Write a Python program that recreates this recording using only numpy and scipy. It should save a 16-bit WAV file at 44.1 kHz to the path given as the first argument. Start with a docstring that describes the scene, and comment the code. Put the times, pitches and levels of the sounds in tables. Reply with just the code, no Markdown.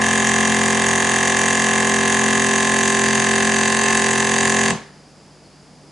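"""Vacuum sealer in a small kitchen

A vacuum sealer pumps air out of a bag, cuts out and gives a few last thumps, then two thin squeaks of air.
Steady tones locked to the turning shaft make the drone; they shift as the bag tightens.
Knocks and valve clicks in each turn ring the casing and valve plate, and shaped noise makes the air.
The tiled room answers the rattle; a low appliance hum and faint hiss run throughout."""
import sys
import numpy as np
from scipy import signal
from scipy.fft import rfft, irfft, next_fast_len
from scipy.io import wavfile
from scipy.ndimage import uniform_filter1d, map_coordinates

SR = 44100
rng = np.random.default_rng(int(sys.argv[2]) if len(sys.argv) > 2 else 0)


def store_pcm(level_fs):
    """Save levels as 16-bit WAV."""
    pcm = np.round(np.clip(level_fs, -1, 1) * 32767).astype(np.int16)
    wavfile.write(sys.argv[1], SR, np.atleast_2d(pcm).T)


N = 260631
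STOP_S = 4.7006  # the motor cuts out

# shaft speed, briefly freed as the bag collapses: time_s, speed (turns a second)
SHAFT_SPEED = [(0, 43.699), (0.6, 43.715), (1.4, 43.661), (2.6, 43.742), (3.73, 43.782), (3.88, 44.268),
               (4.01, 43.794), (4.7, 43.838)]
# contacts within one turn: delay_s, knock_relative_db, click_relative_db, air_relative_db,
# timing_scatter_s, unevenness_db
STROKE_CONTACTS = [(0, 0, -7, -9, 0.00002, -1.5), (.0011, -12, -9.5, -9.5, 0.000061, 3.5),
                   (.00469, 7, -2, -5, .000008, 1.6)]


def amp(db):
    """Turn decibels into a gain."""
    return 10 ** (np.asarray(db) / 20)


def unit(x):
    """Scale x to an average (rms) level of 1."""
    return x / np.sqrt(np.mean(x ** 2) + 1e-20)


def along(points, hz):
    """Read a value between (Hz, value) points on a logarithmic pitch axis."""
    point_hz, values = np.transpose(points)
    return np.interp(np.log(hz + 1), np.log(point_hz + 1), values)


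def curves(rows):
    """Give one value per sample for each column after the time."""
    times, *columns = np.transpose(rows)
    return [np.interp(np.arange(N) / SR, times, column) for column in columns]


def wobble(rate):
    """Make a smooth random curve with rate random points a second."""
    knots = rng.standard_normal(int(N * rate / SR) + 4)
    return map_coordinates(knots, [np.arange(N) * rate / SR])


def filtered(x, response):
    """Filter x by multiplying its spectrum by a response to frequency."""
    size = next_fast_len(N + SR // 2)
    spectrum = rfft(x, size) * response(np.fft.rfftfreq(size, 1 / SR))
    return irfft(spectrum, size)[..., :N]


def rush(spectrum, alike):
    """Shape noise by frequency, in stereo at rms 1; alike sets how similar the two ears are."""
    def mid_side_gains(hz):
        angle = np.arccos(np.clip(along(alike, hz), -1, 1)) / 2
        return amp(along(spectrum, hz)) * [np.cos(angle), np.sin(angle)]

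    mid, side = filtered(rng.standard_normal((2, N)), mid_side_gains)
    return unit(np.array([mid + side, mid - side]))


def pulses(times, sizes):
    """Place impulses, each shared between its two nearest samples."""
    at = np.clip(times.ravel() * SR, 0, N - 2)
    whole, part = at.astype(int), at % 1
    first = np.bincount(whole, sizes.ravel() * (1 - part), N)
    second = np.bincount(whole + 1, sizes.ravel() * part, N)
    return first + second


def body(modes, hz):
    """Add up a body's resonances: one response row for a slack bag, one for a tight bag."""
    total = 0
    for k, (center, width, slack_db, tight_db) in enumerate(modes):
        resonance = 1j * hz * width / (center * center - hz * hz + 1j * hz * width)
        total = total + (-1) ** k * amp([[slack_db], [tight_db]]) * resonance
    return total


def ring(force, modes, vacuum):
    """Strike a body's resonances, blending slack and tight versions, at rms 1."""
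    slack, tight = filtered(force, lambda hz: body(modes, hz))
    return unit(slack * (1 - vacuum) + tight * vacuum)


def run_out(t60):
    """Hold 1 while the motor runs, then fall 60 dB in every t60 seconds."""
    return amp(-60 * np.maximum(np.arange(N) / SR - STOP_S - .01, 0) / t60)


def shaft_orders(count=56):
    """Find the strength of each multiple of the shaft speed; knock spacing favours about every fifth."""
    # chassis on the counter: pitch_hz, width_hz, slack_relative_db, tight_relative_db
    chassis = [(119.2, 18.5, -29.5, -28), (127, 15.2, -37, -31.5), (218.44, 15, -37.5, -37),
               (246.1, 19.3, -31, -32.5), (334, 10.3, -48.5, -45), (384.3, 17, -35, -31.5),
               (475.3, 10.4, -41.5, -45.5), (535, 44, -41.2, -41)]
    # plastic housing: pitch_hz, width_hz, slack_relative_db, tight_relative_db
    housing = [(744, 65, -34.5, -36.5), (781.4, 23.7, -35.5, -39), (865, 37, -50, -53.5),
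               (1031.2, 32.5, -35.5, -36.1), (1144.5, 118, -36, -41.5), (1140.4, 39.3, -32, -41.5),
               (1599, 39, -40, -36), (1726, 26.7, -34, -36.2), (1729.4, 115, -33, -33),
               (1904, 260, -40, -35), (1938, 111, -43, -34), (2096, 30, -41.5, -49), (2332, 64, -40, -46),
               (2320, 17, -38, -81)]
    chassis_lag_s, housing_lag_s = -0.00032, 0.00047  # relative to the rattle

    orders = np.arange(2, count + 1)
    hz = orders * SHAFT_SPEED[0][1]
    delay, knock_db = np.transpose(STROKE_CONTACTS)[:2]

    def late(seconds):
        return np.exp(-2j * np.pi * hz * seconds)

    strike = sum(amp(db) * late(s) for s, db in zip(delay, knock_db))
    bodies = body(chassis, hz) * late(chassis_lag_s) + body(housing, hz) * late(housing_lag_s)
    slack, tight = strike * bodies
    return zip(orders, hz, slack, tight)


def drone(turns, vacuum, unrest, ear_spread_rad=0.32, drift_db=1.1, waver_db=3):
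    """Sum tones at multiples of the shaft speed, their strengths shifting as the bag tightens."""
    # where the drone sits between the ears: pitch_hz, left_minus_right_db
    pan = [(90, 0.5), (130, 4.5), (260, 3.5), (350, -7.5), (480, 0), (560, 4), (760, 2.5), (1030, -2),
           (2000, -0.5)]
    t, sides, out = np.arange(N) / SR, np.array([[.5], [-.5]]), np.zeros((2, N))
    knots = np.arange(0, t[-1], 1 / 20)
    for order, hz, slack, tight in shaft_orders():
        slow, quick, slip = rng.standard_normal((3, len(knots)))
        # each tone drifts slowly, and wavers in level and phase more when the load is unsettled
        drift = drift_db * np.interp(t, knots, unit(uniform_filter1d(slow, size=14)))
        waver = waver_db * unrest * np.interp(t, knots, quick)
        phase_slip = 1.18 * min(hz / 800, 1) * unrest * np.interp(t, knots, slip)
        phase = 2 * np.pi * order * turns + phase_slip
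        strength = slack + (tight - slack) * vacuum
        tone = np.sqrt(2) * amp(drift + waver) * strength * np.exp(1j * phase)
        ear_phase = np.exp(1j * ear_spread_rad * rng.standard_normal() * sides)
        out += np.real(amp(along(pan, hz) * sides) * ear_phase * tone)
    return out


def echoed(x):
    """Add reflections from the counter, tiles and cupboard close by."""
    # nearby surfaces: delay_s, level_db relative to the direct sound
    echoes = [(.0029, -12.5), (.0041, -40), (.0073, -18), (.0097, -22), (0.0116, -15)]
    return x + sum(amp(db) * np.pad(x, (round(s * SR), 0))[:N] for s, db in echoes)


def strokes(turns, vacuum, knock_rough_db=0.5, spurt_s=0.0017, spurt_db=-16, leak_db=-22):
    """Each turn the piston knocks on the casing, the valves click and air spurts past them."""
    # pump casing resonances: pitch_hz, width_hz, slack_relative_db, tight_relative_db
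    casing = [(2641, 59, 5.5, 10.5), (2685, 108, 0, 1), (2760, 130, -1.5, -3.5), (3140, 400, -10, -6),
              (3201, 62, 2, -1), (3660, 135, -8, -6), (3870, 235, -9.5, -5), (4094, 116, -12, -7),
              (4600, 93, -10.5, -7)]
    # valve plate resonances: pitch_hz, width_hz, slack_relative_db, tight_relative_db
    valve = [(1870, 214, 1, -1), (3330, 630, -8.5, -17), (4600, 250, -18.5, -8), (6017, 326, -3.5, -5),
             (6120, 153, -6.5, 2), (6445, 327, 0, -0.5), (6935, 150, 1, -1), (7340, 170, -5, -3.5),
             (7834, 195, 2, 3), (7942, 410, -1.5, 0.5), (9490, 360, -7.5, -7), (9707, 237, -7, -7.5),
             (10300, 1150, -13, -14.5)]

    starts = np.interp(np.arange(np.ceil(turns[0]), 1), turns, np.arange(N) / SR)
    delay, knock_db, click_db, air_db, scatter, uneven_db = np.transpose(STROKE_CONTACTS)
    early, hard, sharp = rng.standard_normal((3, len(starts), len(STROKE_CONTACTS)))
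    sharp = np.tanh(sharp)  # a valve's travel is limited
    times = starts[:, None] + delay + scatter * early
    knocks = pulses(times, amp(knock_db + knock_rough_db * hard))
    clicks = pulses(times, amp(click_db + uneven_db * sharp))

    # each opening lets out a quickly fading spurt, over a small steady leak
    fade = np.exp(-np.arange(SR // 50) / SR / spurt_s)
    opening = signal.fftconvolve(pulses(times, amp(air_db + uneven_db * sharp)), fade)[:N]
    spurts = (opening + amp(leak_db) * run_out(.03)) * rng.standard_normal(N)
    knock = ring(echoed(knocks), casing, vacuum)
    clatter = ring(echoed(clicks + amp(spurt_db) * spurts), valve, vacuum)
    return knock, clatter


def airflow():
    """Air through the pump is shaped noise that fades after the motor stops."""
    # colour of the air noise: pitch_hz, relative_db (per Hz)
    air_colour = [(20, -21), (45, -12), (110, -6), (220, -4), (310, -6), (480, -3), (620, -6.5),
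                  (800, -2.5), (960, -5.5), (1080, -1), (1310, -9), (1800, -5), (2450, -8), (2700, -8),
                  (4200, -12.5), (11000, -25.5)]
    return rush(air_colour, [(50, 0.65), (8000, 0.86)]) * run_out(0.52)  # (Hz, left-right likeness)


def room(x):
    """Answer x with decaying noise, each frequency dying at its own speed."""
    # kitchen walls: pitch_hz, t60_s (time to fall 60 dB)
    walls = [(150, 0.94), (1000, 0.98), (1750, 0.16), (3000, 0.2), (6000, 0.34), (11000, 0.14)]
    hz, t, z = signal.stft(rng.standard_normal((2, SR // 2)), SR, nperseg=256)
    decay = amp(-60 * t / along(walls, hz)[:, None])
    tail = signal.istft(z * decay, SR, nperseg=256)[1]
    mid, side = tail / np.linalg.norm(tail[0]) * amp([[0], [-3]])
    delayed = np.pad(x, (150, 0))[None]  # samples
    return signal.fftconvolve(delayed, np.array([mid + side, mid - side]), axes=1)[:, :N]


def pump():
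    """One shaft times the drone, knocks and valve clatter; air, last thumps and room answer join them."""
    # how far the bag is drawn tight: time_s, tightness (0-1)
    bag_tightness = [(0, 0.21), (1.9, 0.27), (3.1, 0.64), (3.8, 0.9), (4.7, 0.65)]
    collapse_s, collapse_half_s = 3.89, 0.069  # the bag collapses once and unsettles the load
    steady_unrest, collapse_unrest = 0.23, 0.73  # (0-1)

    speed, = curves(SHAFT_SPEED)
    turns = np.cumsum(speed) / SR
    turns -= turns[round(STOP_S * SR)]  # the last stroke is turn 0
    vacuum, = np.clip(curves(bag_tightness), 0, 1)
    collapse = np.exp(-((np.arange(N) / SR - collapse_s) / collapse_half_s) ** 2)
    unrest = steady_unrest + collapse_unrest * collapse

    knock, clatter = strokes(turns, vacuum)
    rattle = amp(-30.5) * knock + amp(-25.0) * clatter
    tone = amp(-0.34) * drone(turns, vacuum, unrest)
    low = filtered(tone, lambda hz: 1 / (1 + (hz / 1300) ** 8))
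    high = tone - low
    # at the stop the low part fades evenly; the high part drops fast to a weaker, longer tail
    hum = low * run_out(0.28) + high * (0.72 * run_out(.03) + 0.17 * run_out(0.62))
    return hum + amp(-29.0) * airflow() + rattle + coast() + amp(-9.0) * room(rattle)


def background():
    """Mix shaped room noise, a narrow hiss and the slightly unsteady tones of an appliance."""
    # room noise colour: pitch_hz, relative_db (per Hz)
    kitchen = [(25, -17), (55, -21), (85, -3), (150, 0.5), (300, 1), (430, -3.5), (700, -4.5),
               (1300, -12.5), (3000, -17.5), (4000, -19.5), (7200, -18), (8200, -23), (11000, -24.5)]
    # appliance tones: pitch_hz, level_db (rms, before a slight wobble)
    appliance_tones = [(59.5, -65), (148.5, -53), (194, -59), (243, -62)]
    # similarity of the ears: pitch_hz, left_right_likeness (0-1)
    alike = [(60, 0.61), (220, 0.93), (830, 0.96), (3080, 0.9), (11400, 0.83)]

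    t = np.arange(N) / SR
    hum = np.zeros(N)
    for hz, db in appliance_tones:
        level = amp(db + wobble(3.6)) * np.sqrt(2)
        hum += level * np.sin(2 * np.pi * hz * t + .5 * wobble(3.13))
    # hiss colour: (Hz, relative dB per Hz)
    hiss = rush([(3500, -40), (4300, -1), (4950, 7), (5700, -4), (7500, -28)], alike)
    return hum + amp(-48) * rush(kitchen, alike) + amp(-58.5) * hiss


def coast(hz=172, t60=0.062):
    """Without power the piston gives a few last dull thumps, each a short decaying low tone."""
    # soft last strokes: start_s, relative_db
    last_strokes = [(4.706, -17), (4.728, -15), (4.753, -18), (4.788, -41)]
    starts, db = np.transpose(last_strokes)
    t = np.arange(SR // 4) / SR
    soft_start = 1 - np.exp(-t / 0.003)
    thump = np.sin(2 * np.pi * hz * t) * amp(-60 * t / t60) * soft_start
    return signal.fftconvolve(pulses(starts, amp(db)), thump)[:N]


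def squeaks():
    """Air whistles faintly through a small gap: short swelling tones with a jittery phase."""
    # thin squeaks after the stop: middle_s, pitch_hz, half_length_s, peak_db
    whistles = [(5.46, 4380, .018, -58), (5.52, 4380, .016, -58)]
    t = np.arange(N) / SR
    out = np.zeros(N)
    for middle, hz, half_length, db in whistles:
        swell = amp(db) * np.exp(-((t - middle) / half_length) ** 2)
        out += swell * np.sin(2 * np.pi * hz * t + wobble(150))
    return out


def scene():
    """Add the pump, the squeaks and the kitchen background."""
    return pump() + squeaks() + background()


def record(dry):
    """Cut the treble very steeply above a top frequency."""
    top_hz = 11150
    return filtered(dry, lambda hz: 1 / (1 + (hz / top_hz) ** 160))


dry = scene()
out = record(dry)
store_pcm(out)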